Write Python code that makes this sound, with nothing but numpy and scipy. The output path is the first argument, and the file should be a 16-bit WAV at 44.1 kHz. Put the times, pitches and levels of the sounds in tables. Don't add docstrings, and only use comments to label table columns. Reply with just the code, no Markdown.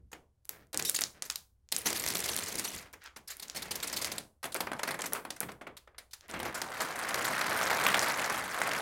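import sys
import numpy as np
from scipy import signal
from scipy.fft import rfft, irfft, next_fast_len
from scipy.io import wavfile
from scipy.ndimage import uniform_filter1d, map_coordinates

SR = 44100
rng = np.random.default_rng(int(sys.argv[2]) if len(sys.argv) > 2 else 0)


def materialize(psi):
    bounded = np.clip(np.atleast_2d(psi).T, -1, 1)
    quanta = np.round(bounded * 32767).astype(np.int16)
    wavfile.write(sys.argv[1], SR, quanta)


N = 388521
TOP_HZ = 16300

# (time [s], length [s], relative sheet level [dB], relative adhesive level [dB])
RIPS = [(0.116, 0.006, -55, -52.5), (0.129, 0.0075, -42, -46.5), (0.148, 0.0045, -52, -72),
        (0.447, 0.00509, -82, -67), (0.49, 0.025, -56, -82), (0.73, 0.01, -48, -43),
        (0.741, 0.0091, -37.5, -52.5), (0.794, 0.0042, -32, -31), (0.849, 0.009, -49, -29),
        (0.892, 0.0057, -38.5, -36), (0.944, 0.0077, -38.5, -33.5), (0.96, 0.008066, -54.5, -28),
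        (0.988, 0.004, -32, -31), (1.015, 0.0044, -34, -26.5), (1.222, 0.006494, -46, -39.5),
        (1.25, 0.019, -54, -46.5), (1.2993, 0.003, -35, -29), (1.357, 0.0032, -51, -31.5),
        (1.718, 0.0022, -52, -34.5), (1.722, 0.0051, -35, -24), (1.856, 0.023, -33, -27.5),
        (1.898, 0.019, -39, -41), (1.928, 0.0031, -37, -29), (1.971, 0.0031, -51, -32),
        (1.996, 0.0056, -49, -29.5), (2.039, 0.0012, -29.5, -27), (2.063, 0.0021, -29.5, -26),
        (2.075, 0.0049, -40, -29), (2.086, 0.0029, -41, -26), (2.102, 0.0034, -36, -29),
        (2.152, 0.0053, -36, -28), (2.17, 0.0017, -36, -27), (2.191, 0.0033, -38, -32),
        (2.203, 0.0023, -42, -28), (2.24, 0.004, -45, -30.5), (2.288, 0.0059, -42, -29.5),
        (2.333, 0.0059, -43, -35), (2.388, 0.003, -37, -30.5), (2.435, 0.0073, -50, -39),
        (2.525, 0.004, -46, -35), (2.554, 0.0037, -39, -33), (2.596, 0.0063, -39.5, -43),
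        (2.734, 0.017, -48.5, -51), (2.824, 0.008, -57, -54), (2.9323, 0.011, -46.5, -50.5),
        (3.161, 0.013, -46.5, -47), (3.275, 0.013, -61, -41.5), (3.301, 0.022, -63, -40.5),
        (3.397, 0.0043, -50, -38), (3.423, 0.014, -51.5, -40.5), (3.547, 0.0097, -44, -43),
        (3.56, 0.02, -43, -36.5), (3.62, 0.011, -46, -36.5), (3.708, 0.012, -40, -31.5),
        (3.754, 0.0077, -48, -32.5), (3.826, 0.012, -41.5, -32), (3.871, 0.013, -56, -35),
        (3.927, 0.011, -39.5, -32.5), (3.962, 0.018, -43.5, -32), (4.013, 0.015, -41.5, -33.5),
        (4.044, 0.01884, -43.5, -35.5), (4.116, 0.01062, -41.5, -34.5), (4.181, 0.0046, -37.5, -29.5),
        (4.429, 0.0084, -40, -42), (4.44, 0.0066, -35, -38), (4.452, 0.0092, -37.5, -39.5),
        (4.52, 0.0088, -54, -41.5), (4.548, 0.0079, -32, -43), (4.561, 0.0075, -36, -37),
        (4.604, 0.008, -30, -30.5), (4.669, 0.006, -31, -47), (4.716, 0.0051, -29.5, -45),
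        (4.732, 0.004, -31.5, -42.5), (4.792, 0.008, -33.5, -43), (4.832, 0.006, -28, -30.5),
        (4.874, 0.013, -33.5, -38), (4.888, 0.00745, -34, -47.5), (4.907, 0.0095, -34, -36),
        (4.941, 0.0093, -34.5, -43.5), (4.989, 0.015, -36, -44), (5.018, 0.0036, -35.5, -30),
        (5.038, 0.011, -35, -42), (5.057, 0.012, -43, -35), (5.121, 0.018, -37.5, -45.5),
        (5.147, 0.031, -39, -49.5), (5.25, 0.0055, -35, -45.5), (5.304, 0.005, -38.5, -33),
        (5.363, 0.0063, -48, -47.5), (5.407, 0.01168, -37, -50), (5.429, 0.0081, -36.5, -44.5),
        (5.486, 0.01298, -40, -54.5), (5.518, 0.0046, -47, -49), (5.611, 0.0099, -41.5, -57),
        (5.668, 0.0092, -39, -57), (5.767, 0.011, -55, -46.5), (5.874, 0.0055, -49, -67.5),
        (5.946, 0.0046, -56.5, -89), (5.981, 0.011, -47.5, -43.5), (6.109, 0.01328, -75, -58),
        (6.132, 0.0091, -50.5, -40.5), (6.291, 0.013, -48, -49), (6.336, 0.013, -36, -47.5),
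        (6.4, 0.0065, -33.5, -40), (6.429, 0.0057, -35, -40), (6.45, 0.017735, -34, -43.5),
        (6.543, 0.023, -37.5, -39), (6.618, 0.0042, -31, -33.5), (6.801, 0.01825, -31.5, -36.5),
        (6.989, 0.008, -37, -38), (7.084, 0.015, -36.5, -37.5), (7.145, 0.0025, -24.5, -30.5),
        (7.155, 0.0069, -36, -39), (7.222, 0.006, -42, -37), (7.244, 0.016, -33.5, -32),
        (7.277, 0.011, -33, -37), (7.33, 0.007, -35, -39), (7.412, 0.0045, -30, -29.5),
        (7.838, 0.0034, -34, -30), (7.867, 0.0031, -23.5, -27), (7.944, 0.004, -25, -29),
        (8.297, 0.0065, -28, -36), (8.542, 0.0052, -34.5, -38), (8.616, 0.0032, -25.5, -32)]
# (frequency [Hz], relative level [dB])
ADHESIVE = [(200, -46), (1200, -46), (2600, -3.5), (4200, 7), (7000, 4.5), (10000, 4), (13000, 1),
            (16000, -9.5)]


def amp(db):
    return 10 ** (np.asarray(db) / 20)


def unit(x):
    return x / np.sqrt(np.mean(x ** 2) + 1e-20)


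def along(points, hz):
    f, v = np.transpose(points)
    return np.interp(np.log(hz + 1), np.log(f + 1), v)


def add(track, s, sound):
    part = track[max(round(s * SR), 0):][:len(sound)]
    part += sound[:len(part)]


def wobble(rate):
    knots = rng.standard_normal(int(N * rate / SR) + 4)
    return map_coordinates(knots, [np.arange(N) * rate / SR], order=2)


def coloured(x, spectrum, size=2048):
    cepstrum = irfft(np.log(amp(along(spectrum, np.fft.rfftfreq(size, 1 / SR)))))
    cepstrum[1:size // 2] *= 2
    cepstrum[size // 2 + 1:] = 0
    response = irfft(np.exp(rfft(cepstrum)))
    return signal.oaconvolve(x, response)[:N]


def around(x, hz, ratio):
    ratio = max(ratio, 1.1)
    edges = [hz / ratio, min(hz * ratio, TOP_HZ)]
    return signal.lfilter(*signal.butter(1, edges, "band", fs=SR), x)


def above(x, hz):
    return signal.lfilter(*signal.butter(2, np.clip(hz, 40, 1200), "high", fs=SR), x)


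def even(x, size=1100):
    return x / np.sqrt(np.abs(uniform_filter1d(x ** 2, size)) + 1e-9 * np.mean(x ** 2))


def background():
    # (frequency [Hz], relative level [dB])
    air_colour = [(20, -9), (42, -8), (65, 0), (110, -12), (250, -26), (600, -33), (1200, -40), (2500, -47),
                  (11000, -47), (16000, -58)]
    # (frequency [Hz], rms level [dB])
    hum_tones = [(59, -77), (120, -87)]
    t = np.arange(N) / SR
    hum = np.zeros(N)
    for hz, db in hum_tones:
        hum += amp(db) * np.sqrt(2) * np.sin(2 * np.pi * hz * t + rng.uniform(0, 2 * np.pi))
    air = amp(-71) * unit(coloured(rng.standard_normal(N), air_colour, size=8192))
    return hum + air


def room(x, delay=0.004, count=15, wall_s=0.019, wall_db=-21.5):
    # (frequency [Hz], 60 dB decay time [s])
    decay_times = [(100, 0.42), (260, 0.3), (700, 0.34), (1900, 0.2), (5000, 0.22107), (13000, 0.31)]
    # (frequency [Hz], level [dB])
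    wet_levels = [(100, 6), (600, -2.5), (2000, -6.5), (5000, -11), (14000, -13)]
    out = np.zeros(N)
    add(out, wall_s, amp(wall_db) * x)
    edges = np.geomspace(50, TOP_HZ, count + 1)
    for low, high in zip(edges, edges[1:]):
        band = signal.butter(3, [low, high], "band", fs=SR, output="sos")
        hz = np.sqrt(low * high)
        keep = amp(-2 * 60 / (along(decay_times, hz) * SR))
        noise = rng.standard_normal(N)
        power = signal.sosfilt(band, x + 1e-9 * noise) ** 2
        energy = signal.lfilter([1 - keep], [1, -keep], power)
        tail = np.sqrt(energy) * unit(signal.sosfilt(band, noise))
        add(out, delay, amp(along(wet_levels, hz)) * tail)
    return out


def slackness():
    # (time [s], slackness [0-1])
    hanging = [(3.598, 0), (4.6, 0.46), (6.4, 0.27), (6.6, 0.85), (7.2, 1)]
    return np.clip(np.interp(np.arange(N) / SR, *np.transpose(hanging)), 0, 1)


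def pops(rate, spread_db):
    breaks = rng.random(N) < rate / SR
    signs = rng.choice([-1, 1], N)
    return breaks * signs * amp(spread_db * np.clip(rng.standard_normal(N), -3, 3))


def bump(t60=0.06, ratio=1.7, tone=0.18):
    # (time [s], pitch [Hz], level of the dull part before decay [dB])
    tugs = [(0, 98, -49), (0.746, 300, -38), (0.812, 290, -41), (4.439, 190, -46), (4.606, 175, -43),
            (4.876, 175, -44), (5.125, 180.7, -44.5), (5.43, 189, -44), (5.671, 200, -50)]
    out = np.zeros(N)
    t = np.arange(SR // 4) / SR
    for s, hz, db in tugs:
        dull = unit(around(around(rng.standard_normal(len(t)), hz, ratio), hz, ratio))
        decay = amp(db - 60 * t / t60)
        add(out, s, decay * (tone * np.sin(2 * np.pi * hz * t) + dull))
    return out


def swish(level_db=0):
    # (middle [s], length [s], level [dB], lowest frequency [Hz])
    rubs = [(0.548, 0.044, -58, 100), (0.61, 0.047, -64, 99), (1.17, 0.036, -56.5, 150),
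            (1.245, 0.034, -60.5, 304), (2.855, 0.056, -58, 500), (3.018, 0.0097, -51, 1300),
            (3.056, 0.039, -46, 1200), (3.309, 0.029, -46.5, 1200), (3.515, 0.059, -59.5, 600),
            (6.243, 0.03, -58.5, 500)]
    # (frequency [Hz], relative level [dB])
    sliding = [(150, 0), (600, -1), (1000, -8), (1700, -1), (2400, -8.5), (3300, -12), (6000, -16),
               (10000, -33), (16000, -34)]
    t = np.arange(N) / SR
    out = np.zeros(N)
    flutter = amp(level_db + 1.8 * wobble(65))
    rub = flutter * even(coloured(pops(rate=18000, spread_db=11.0), sliding))
    for s, length, db, lowest_hz in rubs:
        near = np.abs(t - s) < 2 * length
        swell = np.exp(-2 * ((t[near] - s) / length) ** 2)
        out[near] += above(rub[near], lowest_hz) * amp(db) * swell
    return out


def snaps(level_db=0, cycles=0.45, shiver_db=-18, shiver_t60=0.012, lowest_hz=300):
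    # (time [s], level ahead of the bass cut [dB], pitch [Hz])
    creases = [(0.4538, -33, 10420), (0.4932, -12, 10830), (0.67, -52, 7310), (0.7307, -24, 8980),
               (0.7451, -16, 6570), (0.7746, -7, 8200), (0.7984, -18.5, 4930), (0.825, -14.5, 7023),
               (0.8968, -4, 9100), (1.01, -11, 10010), (1.0196, -16.5, 6515), (1.038, -8, 5522),
               (1.2232, -13.5, 6900), (1.302, -15.5, 4900), (1.31, -22, 8010), (1.323, -26.5, 7000),
               (1.3584, -16.5, 5340), (1.689, -36.5, 6000), (1.724, -18.5, 3770), (1.7645, -7.5, 7973),
               (1.888, -17, 8000), (1.9049, -15.5, 6950), (2.365, -9, 9600), (2.5963, -12.5, 8320),
               (2.9297, -32, 12250), (3.04, -35, 10010), (3.062, -31, 5030), (3.369, -27, 10600),
               (3.483, -29, 6300), (3.4989, -18, 5750), (3.803, -24, 5080), (3.8998, -23.5, 5518),
               (4.0462, -12.5, 4900), (4.545, -11.5, 10160), (5.009, -22.5, 6939), (5.134, -7, 10510),
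               (5.4048, -9, 10900), (6.2095, -33, 4860), (6.283, -34.5, 9990), (6.3128, -25.5, 6473),
               (6.393, -28, 8100), (6.6174, -15, 5893), (6.807, -15, 5350), (7.144, -14, 6157),
               (7.866, -7, 2323), (7.9442, -7.5, 2497), (7.9934, -8, 6070), (8.017, -14, 6998),
               (8.299, -21, 8057), (8.617, -13, 1776)]
    out = np.zeros(N)
    t = np.arange(SR // 30) / SR
    for s, db, hz in creases:
        u = t * hz / cycles
        phase = 2 * np.pi * cycles * (u - 1) + rng.normal(0, 0.66)
        flip = u * np.exp(1 - u) * np.cos(phase)
        shiver = unit(around(rng.standard_normal(len(t)), hz, 1.2)) * amp(shiver_db - 60 * t / shiver_t60)
        add(out, s - cycles / hz, amp(db + level_db) * (flip + shiver))
    return signal.lfilter(*signal.butter(1, lowest_hz, "high", fs=SR), out)


def squeak(length, first_hz, last_hz, jitter=0.16, wander=0.035):
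    u = np.linspace(0, 1, max(int(length * SR), 16))
    drift = np.interp(u, np.linspace(0, 1, 8), rng.standard_normal(8))
    scatter = rng.standard_normal(SR // 10)[:len(u)]
    hz = first_hz * (last_hz / first_hz) ** u * (1 + wander * drift + jitter * scatter)
    phase = 2 * np.pi * np.cumsum(hz) / SR
    tone = np.zeros(len(u))
    for k in range(1, 8):
        overtone_hz = k * (first_hz + last_hz) / 2
        tone += amp(along(ADHESIVE, overtone_hz)) * (overtone_hz < TOP_HZ) * np.sin(k * phase)
    return unit(tone * np.abs(np.sin(np.pi * u)) ** .5)


def squeaks(level_db=0):
    # (time [s], length [s], first pitch [Hz], last pitch [Hz], rms level [dB])
    squeals = [(0.851, 0.052, 1940, 1907, -38), (0.945, 0.012, 6181, 9400, -30.5),
               (0.964, 0.008, 4203, 4910, -35), (1.382, 0.011, 1969, 1841, -60),
               (1.78, 0.013, 13260, 9297, -37), (2.676, 0.02, 5600, 6800, -42),
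               (3.424, 0.015, 1956, 1665, -49)]
    out = np.zeros(N)
    for s, length, first_hz, last_hz, db in squeals:
        add(out, s, amp(db + level_db) * squeak(length, first_hz, last_hz))
    return out


def chirps(count=170):
    out = np.zeros(N)
    for when, life, pitch, glide in rng.random((count, 4)):
        hz = 5500 + 6500 * pitch
        add(out, when * N / SR, squeak(0.0041 + 0.0087 * life, hz, hz * 2 ** (glide - .5)))
    return out


def patchy(x, depth_db, size):
    z = signal.stft(x, nperseg=size)[2]
    field = uniform_filter1d(rng.standard_normal(z.shape), size=5, axis=0)
    field = uniform_filter1d(field, size=5, axis=1)
    return signal.istft(z * amp(depth_db * unit(field)), nperseg=size)[1][:N]


def sheet(drive):
    # (frequency [Hz], relative level [dB])
    taut_voice = [(35, -40.5), (60, -5), (100, -10), (180, -1), (310, -2), (450, -1), (1000, -4.5),
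                  (1500, -4.5), (2100, -0.5), (3000, -9.5), (5000, -25), (16000, -61.5)]
    # (frequency [Hz], relative level [dB])
    slack_voice = [(35, -37), (60, -20), (100, -16), (170, -8), (380, -6), (600, 0), (900, -1.5),
                   (1550, 1.5), (2100, -2.5), (3000, -15), (5000, -29), (16000, -87)]
    slack = slackness()
    taut_part = (1 - slack) * unit(coloured(drive, taut_voice))
    slack_part = slack * unit(coloured(drive, slack_voice))
    return even(patchy(taut_part + slack_part, depth_db=2.0, size=256))


def adhesive(drive):
    return even(patchy(coloured(drive, ADHESIVE), depth_db=5.0, size=128), size=2200)


def crackles(middle_hz=5800, scatter=0.45, life=0.00023, rough=0.28, spread_db=4.0, count=1300):
    t = np.arange(SR // 200) / SR
    pitch, size, long = np.clip(rng.standard_normal((count, 3)), -2.2, 2.2).T[:, :, None]
    hz = np.minimum(middle_hz * np.exp(scatter * pitch), TOP_HZ)
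    u = t / (life * 2 ** (long / 2))
    raggedness = rough * np.cumsum(rng.standard_normal((count, len(t))), axis=1)
    phase = 2 * np.pi * hz * t + raggedness
    grains = amp(spread_db * size) * u * np.exp(-u) * np.sin(phase)
    where = rng.integers(0, N, (count, 1)) + np.arange(len(t))
    scattered = np.bincount(where.ravel(), grains.ravel(), N)[:N]
    return unit(above(scattered, middle_hz / 2))


def surges(rate, life, steady):
    jumps = np.abs(pops(rate, spread_db=5.0))
    decay = np.exp(-np.arange(SR // 20) / (life * SR))
    swells = signal.oaconvolve(jumps, decay * (1 - decay))[:N]
    return even(steady + unit(swells), size=9000)


def pulling(ease=1.5, roundness=1.4):
    # (start [s], fastest [s], end [s], relative rattle level [dB], crackle over rattle [dB], swell [dB])
    pulls = [(0.745, 0.8, 0.85, -45, -20, 5.5), (1.718, 1.767, 2.6, -49.5, 2, 3),
             (1.854, 2.18, 2.8, -42, 3.5, 5), (2.552, 2.685, 2.88, -47.5, -8, 9),
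             (3.35, 3.414, 3.54, -61, -3, 1.5), (3.548, 4.1, 4.21, -45, -8, 6),
             (4.564, 4.97, 4.95, -52, -3, 6), (6.286, 6.426, 6.56, -42, -16, 5.5),
             (6.548, 7.872, 9.05, -31.5, -9, 14.5), (7.06, 7.2, 7.4, -36, -11.5, 2.5),
             (7.999, 8.183, 8.1, -33, -18, 3), (8.5, 8.712, 8.9, -34.5, -9.5, 5)]
    t = np.arange(N) / SR
    rattle, crackle = np.full((2, N), -120.)
    for start, fastest, end, db, crisp_db, swell_db in pulls:
        on = (t >= start) & (t < end)
        before = np.clip((fastest - t[on]) / (fastest - start), 0, 1)
        after = np.clip((t[on] - fastest) / (end - fastest), 0, 1)
        effort = db - swell_db * (before ** roundness + ease * after ** roundness)
        rattle[on] = np.maximum(rattle[on], effort)
        crackle[on] = np.maximum(crackle[on], effort + crisp_db)
    return rattle, crackle


def jerks(count=400):
    base_rate, base_db, doubling_db = 26, -42, 10
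    base_s, rest_s = 0.0073, 0.014
    unevenness, spread_db = 0.25, 2
    sheet_db, crackle_db = 0.5, 5.5
    rattle, crackle = pulling()
    late, strong, crisp, long = rng.standard_normal((count, 4)).T
    rate = base_rate * 2 ** ((rattle - base_db) / doubling_db)
    slips = np.searchsorted(np.cumsum(rate) / SR, np.arange(count) + .5 + unevenness * late)
    listed = np.transpose(RIPS)[0]
    rows = []
    for i, a, b, c in zip(slips, strong, crisp, long):
        if i < N and np.abs(listed - i / SR).min() > rest_s:
            length = base_s * np.sqrt(base_rate / rate[i]) * 2 ** (c / 2)
            sheet_level = rattle[i] + sheet_db + spread_db * a
            crackle_level = crackle[i] + crackle_db + spread_db * (a + b / 2)
            rows.append((i / SR, length, sheet_level, crackle_level))
    return rows


def squealing(tear, length, slack, typical_hz=5170, octaves=0.45, squeal_db=-2):
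    first_hz, last_hz = typical_hz * 2 ** (octaves * np.clip(rng.standard_normal(2), -2, 2))
    tone = squeak(np.clip(1.3 * length, .002, .018), first_hz, last_hz)
    out = tear / (np.linalg.norm(tear) + 1e-20)
    add(out, 0, amp(squeal_db) * (1 - slack) ** 2 * tone / np.linalg.norm(tone))
    return out


def rips(sheet_db=-2.0, crackle_db=-1.5, rise=0.15, fall=0.87, ending=1.5, ratio=2.24, glide=1.08, spread=1.0):
    rip_hz, crisp_db_per_octave = 1230, 21
    patch_hz, patch_at_db, patch_db_per_octave = 159, -39, 6.5
    drive = pops(rate=9000, spread_db=4.5)
    out = np.zeros(N)
    body, crisp, slack = sheet(drive), adhesive(drive), slackness()
    for s, length, rattle, crackle in RIPS + jerks():
        count, start = max(length * SR, 60), round(s * SR)
        hz = rip_hz * 2 ** ((crackle - rattle) / crisp_db_per_octave)
        u = np.arange(min(int(4 * count), N - start)) / count
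        shape = (1 - np.exp(-u / rise)) * np.exp(-fall * u ** ending)
        shake = shape * body[start:][:len(u)]
        tear = shape * crisp[start:][:len(u)]
        late = np.minimum(u, 1)
        knock = around((1 - late) * shake, hz * glide, ratio) + around(late * shake, hz / glide, ratio)
        knock += spread * (1 - slack[start]) * shake
        reach = np.interp(slack[start], [0, .35], [.35, 1])
        knock = above(knock, reach * patch_hz * 2 ** ((patch_at_db - rattle) / patch_db_per_octave))
        tear = squealing(tear, length, slack[start])
        for sound, db in (knock, rattle + sheet_db), (tear, crackle + crackle_db):
            level = np.sqrt(len(u) / 4 / (np.sum(sound ** 2) + 1e-20))
            add(out, s, amp(db) * sound * level)
    return out


def peel(sheet_db=-3, crackle_db=-5.5, chirp_db=0, tick_db=-11, thread_db=-6, wrinkle_db=-6,
         patter_db=-3.5, clump_db=5.5):
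    t = np.arange(N) / SR
    drive = pops(rate=9000, spread_db=4.0)
    body, crisp = amp(pulling())
    clumps = clump_db * wobble(300)
    surge = surges(rate=67, life=0.0032, steady=1.0)
    ticks = unit(pops(rate=160, spread_db=3.5))
    shaking = unit(drive * amp(0.3 * clumps)) + amp(patter_db) * ticks
    out = body * amp(sheet_db) * unit(np.sqrt(surge)) * sheet(shaking)
    out += crisp * amp(crackle_db) * surge * adhesive(drive * amp(clumps))
    out += crisp * amp(tick_db) * unit(coloured(ticks, ADHESIVE))
    out += crisp * amp(thread_db) * crackles()
    wrinkles = crackles(middle_hz=1543, scatter=0.25, life=0.00059, count=1500)
    out += body * amp(wrinkle_db) * slackness() * wrinkles
    tension = np.interp(t, [2.8, 4.6], [1, .3])
    return out + amp(chirp_db) * tension * crisp * chirps()


def scene():
    film = peel() + rips() + squeaks() + snaps() + swish() + bump()
    return (film + room(film) + background())[None]


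def record(dry):
    m = next_fast_len(N + 8192)
    passed = np.clip((TOP_HZ - np.fft.rfftfreq(m, 1 / SR)) / 500 + .5, 0, 1)
    return irfft(rfft(dry, m) * passed, m)[:, :N]


dry = scene()
out = record(dry)
materialize(out)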